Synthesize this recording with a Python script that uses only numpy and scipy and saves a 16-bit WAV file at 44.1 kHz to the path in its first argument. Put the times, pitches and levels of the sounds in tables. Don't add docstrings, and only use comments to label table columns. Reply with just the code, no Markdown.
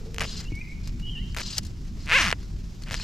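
import sys
import numpy as np
from scipy import signal
from scipy.fft import rfft, irfft
from scipy.io import wavfile
from scipy.ndimage import uniform_filter1d

SR = 44100
rng = np.random.default_rng(int(sys.argv[2]) if len(sys.argv) > 2 else 0)


def generate_wav(sig):
    pcm = np.round(np.clip(np.atleast_2d(sig).T, -1, 1) * 32767).astype(np.int16)
    wavfile.write(sys.argv[1], SR, pcm)


def to_linear_factor(level_db):
    exponent = np.asarray(level_db, float) / 20
    return 10 ** exponent


N = 133623


def evened(x):
    return x / np.sqrt(np.mean(x ** 2) + 1e-20)


def read(points, hz):
    f, value = np.transpose(points)
    return np.interp(np.log(hz + 1), np.log(f + 1), value, left=value[0], right=value[-1])


def add(mix, s, sound):
    part = mix[..., round(s * SR):][..., :sound.shape[-1]]
    part += sound[..., :part.shape[-1]]


def colour(x, points):
    hz = np.abs(np.fft.fftfreq(2048, 1 / SR))
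    octaves_below = np.maximum(np.log2(points[0][0] / (hz + 9)), 0)
    octaves_above = np.maximum(np.log2((hz + 9) / points[-1][0]), 0)
    db = read(points, hz) - 18 * (octaves_below + 3 * octaves_above)
    log = np.log(to_linear_factor(np.maximum(db, -100)))
    taps = np.fft.ifft(np.exp(log - 1j * signal.hilbert(log).imag)).real[:1024]
    return signal.oaconvolve(x, taps / np.linalg.norm(taps))[:len(x)]


def ring(x, hz, width):
    return signal.lfilter(*signal.iirpeak(hz, hz / width, SR), x)


def drift(rate_hz):
    return evened(signal.lfilter(*signal.butter(2, rate_hz, fs=SR), rng.standard_normal(N)))


def wash(points, size, patchy_db, swell_db, same):
    hop = size // 4
    frames, hz = N // hop + 5, np.fft.rfftfreq(size, 1 / SR)
    a, b, c, d, patches = rng.standard_normal((frames, len(hz), 5)).T
    patches = uniform_filter1d(uniform_filter1d(patches, size=8, axis=0), size=8, axis=1)
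    swell = evened(uniform_filter1d(rng.standard_normal(frames), size=4))
    same = np.clip(same(hz), -1, 1)[:, None]
    left, other = a + 1j * b, c + 1j * d
    z = np.array([left, same * left + np.sqrt(1 - same ** 2) * other])
    inside = (hz > points[0][0]) & (hz < points[-1][0])
    z *= (inside * to_linear_factor(read(points, hz)))[:, None]
    z *= to_linear_factor(patchy_db * evened(patches) + swell_db * swell)
    return evened(signal.istft(z, nperseg=size, noverlap=size - hop)[1][:, :N])


def space(x, t60):
    t = np.arange(0, t60, 1 / SR)
    tail = rng.standard_normal((2, 2 * SR))[:, :len(t)] * to_linear_factor(-60 * t / t60) * (t > .0015)
    return signal.fftconvolve(x[None], tail / np.linalg.norm(tail[0]), axes=1)[:, :N]


# [f/Hz, likeness 0 to 1]
LIKENESS = [(60, 0.95), (180, 1), (550, 0.71), (1650, 0.34), (4970, 0.91), (15000, 0.092)]
# [f/Hz, level/dB per Hz]
RAIN_SPECTRUM = [(300, 4.5), (520, -6), (1200, -9), (3300, -10.5), (5300, -7.5), (7500, -14), (9000, -24),
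                 (15600, -20)]


def rain_hiss():
    return to_linear_factor(-56) * wash(RAIN_SPECTRUM, size=512, patchy_db=0.5, swell_db=1.5,
                           same=lambda hz: read(LIKENESS, hz))


# [f/Hz, level/dB per Hz]
RUMBLE_SPECTRUM = [(12, 1.5), (32, 2), (100, -7), (190, -11), (280, -21.5), (400, -29), (600, -64)]


def wind_rumble():
    return to_linear_factor(-34) * wash(RUMBLE_SPECTRUM, size=4096, patchy_db=0.46, swell_db=1.54,
                           same=lambda hz: read(LIKENESS, hz))


def moan_and_plop():
    t = np.arange(N) / SR
    moan = evened(ring(rng.standard_normal(N), 446, 28)) * np.maximum(1 - t / 0.62, 0)
    plop_s, plop_hz, plop_t60 = .52, 301, 0.048
    u = np.maximum(t - plop_s, 0)
    plop = to_linear_factor(-27.5 - 60 * u / plop_t60) * np.sin(2 * np.pi * plop_hz * u)
    return plop + to_linear_factor(-50.5) * moan


# [f/Hz, level/dB]
SNAP_LOW = [(500, -5), (1000, -7), (1800, -1.5), (3000, -6), (4500, -22)]
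SNAP_HIGH = [(3000, -16.5), (4500, -4), (7000, -7.5), (9000, -16), (12000, -17.5), (15500, -30)]


def bursts(table, t60, lift_db, rise_s):
    tail_db, tail_t60 = -24, .03
    low, high, t = np.zeros(N), np.zeros(N), np.arange(1, 1501) / SR
    for s, db, treble_db in table:
        decay = to_linear_factor(-60 * t / t60) + to_linear_factor(tail_db - 60 * t / tail_t60)
        burst = rng.standard_normal(1500) * np.minimum(t / rise_s, 1) * decay
        burst = to_linear_factor(db + lift_db) * burst / np.linalg.norm(burst)
        share = np.minimum(to_linear_factor(treble_db), .995)
        add(low, s, np.sqrt(1 - share ** 2) * burst)
        add(high, s, share * burst)
    return colour(low, SNAP_LOW) + colour(high, SNAP_HIGH)


# [t/s, level/dB, treble/dB]
SNAPS = [(.1447, -30, -1), (.1626, -36, -4), (.1831, -20, -5), (.196, -24, -5), (.2075, -15, -8),
         (.214, -21, -4), (.219, -20, -6), (.224, -23, -5), (.236, -25, -5), (.243, -26, -6),
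         (.405, -32, -1), (.4415, -39, -1), (1.347, -27, -4), (1.3654, -22, -5), (1.371, -22, -4),
         (1.376, -25, -5), (1.3855, -22, -3), (1.392, -26, -4), (1.398, -25, -6), (1.404, -25, -5),
         (1.41, -26, -4), (1.574, -31, -7), (1.58, -23, 0), (1.5822, -13, 0), (1.586, -17, -2),
         (2.3268, -6, -22), (2.871, -35, -10), (2.876, -36, -14), (2.430, -41, -6), (2.836, -35, -1),
              (2.885, -33, -9), (2.892, -32, -12), (2.901, -29, -10), (2.910, -24, -6), (2.919, -24, -6),
              (2.923, -27, -5), (2.930, -23, -4), (2.935, -28, -4), (2.9425, -18, -5), (2.949, -27, -6),
              (2.976, -34, -1), (2.999, -29, -7)]


def line_snaps():
    return bursts(SNAPS, t60=.002, lift_db=10.65, rise_s=.0001)


# [t/s, length/s, level/dB, low scrape level/dB]
SLIDES = [(.204, .024, -45, -33), (.226, .03, -47, -38), (.4, .055, -54, -55), (.25, .17, -43, -58),
          (1.364, .056, -46, -39), (1.41, .165, -42, -58), (1.568, .026, -41, -46), (2.86, .045, -62, -49),
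          (2.912, .048, -45, -43), (2.96, .1, -43, -53), (.83, .07, -58, -64), (1.62, .07, -58, -64),
          (1.99, .07, -57, -62), (1.27, .06, -60, -66), (2.4, .05, -60, -62)]
# [f/Hz, level/dB per Hz]
SLIDE_SPECTRUM = [(1000, -14.5), (2300, -18), (2900, -5), (4800, -5.5), (7600, -9.5), (9000, -40),
                  (15000, -57)]
# [f/Hz, width/Hz, level/dB]
GUIDE_RINGS = [(4183, 50, -7), (4920, 430, -3)]


def slides():
    hiss = wash(SLIDE_SPECTRUM, size=256, patchy_db=2.5, swell_db=1.2, same=np.ones_like)[0]
    singing = np.zeros(N)
    for hz, width, db in GUIDE_RINGS:
        tone = evened(ring(rng.standard_normal(N), hz, width))
        singing += to_linear_factor(db + 4.25 * drift(24)) * tone
    hiss = evened(hiss + singing)
    scrape = evened(colour(rng.standard_normal(N), SNAP_LOW))
    high, low = np.zeros(N), np.zeros(N)
    for s, length, db, low_db in SLIDES:
        u = np.arange(0, 1, 1 / (length * SR))
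        shape = np.clip(np.minimum(u, 1 - u) / 0.053, 0, 1)
        add(high, s, to_linear_factor(db + 4 * u) * shape)
        add(low, s, to_linear_factor(low_db) * shape)
    flutter_db = 1
    return hiss * high * to_linear_factor(flutter_db * drift(40)) + scrape * low * to_linear_factor(flutter_db * drift(150))


# [t/s, length/s, f/Hz, level/dB]
SQUEAKS = [
    (0.285, .014, 4100, -37),
    (0.37, 0.02, 4160, -41),
    (1.462, 0.015, 4170, -37),
    (1.479, .012, 4780, -39),
    (1.515, 0.032, 4830, -41),
    (2.835, 0.0057, 4360, -37.5),
    (2.973, .01, 4770, -35),
    (2.994, 0.014, 2500, -39),
]


def squeaks():
    out, waver = np.zeros(N), 1 + 0.013 * drift(200)
    for s, length, hz, db in SQUEAKS:
        bent = hz * waver[round(s * SR):][:round(length * SR)]
        add(out, s, to_linear_factor(db) * np.hanning(len(bent)) * np.sin(2 * np.pi * np.cumsum(bent) / SR))
    return out


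# [t/s, f/Hz, level/dB]
STROKES = [
    [(.444, 2900, -60), (.463, 2700, -44), (.476, 2790, -50), (.487, 2950, -44), (.496, 2880, -60)],
    [(.497, 2195, -62), (.53, 2235, -48), (.556, 2195, -45), (.577, 2250, -39), (.606, 2360, -49),
     (.615, 2490, -38), (.64, 2130, -54)],
    [(.595, 2150, -62), (.61, 2080, -53), (.66, 2080, -54), (.7, 2170, -48), (.724, 2250, -43),
     (.742, 2300, -60)],
    [(1.014, 2770, -62), (1.03, 2900, -44), (1.046, 2950, -42), (1.062, 2900, -41), (1.1, 2945, -38),
     (1.108, 2900, -56)],
    [(1.056, 3050, -56), (1.068, 3140, -45), (1.12, 3160, -42), (1.14, 3050, -42), (1.157, 2870, -37),
     (1.178, 2755, -38), (1.195, 2720, -56)],
    [(1.16, 3050, -58), (1.178, 3045, -40), (1.192, 2915, -36), (1.208, 2830, -56)],
    [(1.125, 2150, -66), (1.165, 1760, -58), (1.19, 1830, -55), (1.225, 2150, -55), (1.24, 2350, -68)],
    [(.512, 2560, -64), (.523, 2480, -50), (.532, 2350, -62)],
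    [(1.16, 3580, -68), (1.19, 3750, -59), (1.215, 4200, -64)],
]
# [delay/s, level/dB]
ECHOES = [(0.062, -12)]


def bird():
    song, warble = np.zeros(N), 1 + .003 * drift(120)
    for s, hz, db in map(np.transpose, STROKES):
        t = np.arange(s[0], s[-1], 1 / SR)
        hz = uniform_filter1d(np.interp(t, s, hz), size=200)
        hz = hz * warble[round(s[0] * SR):][:len(t)]
        loudness = to_linear_factor(np.interp(t, s, db)) * signal.windows.tukey(len(t), .1)
        add(song, s[0], loudness * np.sin(2 * np.pi * np.cumsum(hz) / SR))
    song, t = song * to_linear_factor(2.2 * drift(110)), np.arange(N) / SR
    echoes = sum(to_linear_factor(db) * np.interp(t - s, t, song) for s, db in ECHOES)
    return song + echoes + to_linear_factor(-7) * space(song, t60=1.6)


# [t/s, level/dB, treble/dB]
DROPS = [
    (.552, -56, 0),
    (.686, -75, 0),
    (.873, -47, -1),
    (.996, -54, -4),
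    (1.631, -53, 0),
    (1.649, -50, 0),
    (1.665, -52, 0),
    (2.058, -51.5, -2),
    (2.82, -53, -2),
    (1.956, -69, -1.5),
]


def rain_ticks():
    return bursts(DROPS, t60=.04, lift_db=28.7, rise_s=0.0014)


# [t/s, f/Hz]
SLIP_RATE = [
    (2.069, 142),
    (2.12, 171),
    (2.1235, 415),
    (2.1664, 570),
    (2.1855, 480),
    (2.193, 365),
    (2.232, 250),
    (2.278, 176),
    (2.3165, 88),
]
# [t/s, level/dB, fizz share/dB]
GRIP = [
    (2.069, -43.5, -8),
    (2.097, -29, -8.5),
    (2.119, -22.5, -15),
    (2.125, -21, -11.5),
    (2.166, -17.5, -21.5),
    (2.19, -20.5, -17),
    (2.22, -24.5, -5.5),
    (2.27, -28.5, -4.5),
    (2.316, -35, 2),
]
# [f/Hz, level/dB]
SLIP_EARLY = [(150, -41), (500, -12.5), (1000, -9.5), (1500, -1.5), (2600, 2.5), (3400, -11), (6000, -26),
              (13000, -44)]
SLIP_LATE = [(150, 7.5), (500, -15.5), (1000, -2.5), (1900, 2.5), (2800, 0), (3600, -10.5), (6000, -9),
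             (13000, -43.5)]
# [f/Hz, level/dB per Hz]
FIZZ = [(700, -4), (1700, 5.5), (3300, -0.5), (5500, -3), (8000, -13), (13000, -23)]


def zip_rasp():
    (s, rate), (when, db, fizz_db) = np.transpose(SLIP_RATE), np.transpose(GRIP)
    t = np.arange(N) / SR
    on = (t > s[0]) & (t < s[-1])
    rate = np.interp(t, s, rate)
    turns = .99 + np.cumsum(on * rate * (1 + .018 * drift(300))) / SR
    slips = (np.diff(np.floor(turns), prepend=0) > 0) * to_linear_factor(1.1 * rng.standard_normal(N))
    slips = slips * to_linear_factor(np.interp(t, when, db)) * np.sqrt(SR / rate)
    turn_s, turn_span_s = 2.185, 0.049
    late = np.clip(.5 + (t - turn_s) / turn_span_s, 0, 1)
    bounce_s, bounce_db = .0017, -13
    hits = slips + to_linear_factor(bounce_db) * late * np.interp(t - bounce_s, t, slips)
    clicks = colour(late * hits, SLIP_LATE) + colour((1 - late) * hits, SLIP_EARLY)
    puff = np.exp(-np.arange(800) / SR / .003)
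    fizz_hits = slips * to_linear_factor(np.interp(t, when, fizz_db))
    gate = signal.oaconvolve(fizz_hits, puff / np.linalg.norm(puff))[:N]
    return clicks + colour(gate * rng.standard_normal(N), FIZZ)


# [f/Hz, level/dB]
LEAN = [(3000, 0.9), (6000, 3.5)]
# [f/Hz, side level/dB]
APART = [(400, -10.5), (2500, -10.5), (5000, -12.5), (12000, -0.5)]


def place_line(line):
    hz = np.fft.rfftfreq(N, 1 / SR)
    lean, side = to_linear_factor(read(LEAN, hz) / 2), 1j * to_linear_factor(read(APART, hz))
    sway = irfft(rfft(line) * side, N) * (0.71 + 0.9 * drift(24))
    pair = irfft(rfft([line + sway, line - sway]) * [lean, 1 / lean], N)
    return pair + to_linear_factor(-15) * space(line, t60=.04)


def scene():
    near = line_snaps() + slides() + squeaks() + rain_ticks() + zip_rasp()
    return rain_hiss() + wind_rumble() + moan_and_plop() + place_line(near) + bird()


def top_cut(x):
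    return signal.sosfilt(signal.butter(12, 15700, fs=SR, output="sos"), x)


# [f/Hz, level/dB]
MIC = [(8000, 1), (9900, 1.5), (10900, -2.5), (12200, 4), (13000, -7.5), (15600, -9)]


def record(dry):
    heard = irfft(rfft(dry) * to_linear_factor(read(MIC, np.fft.rfftfreq(N, 1 / SR))), N)
    return top_cut(heard)


dry = scene()
out = record(dry)
generate_wav(out)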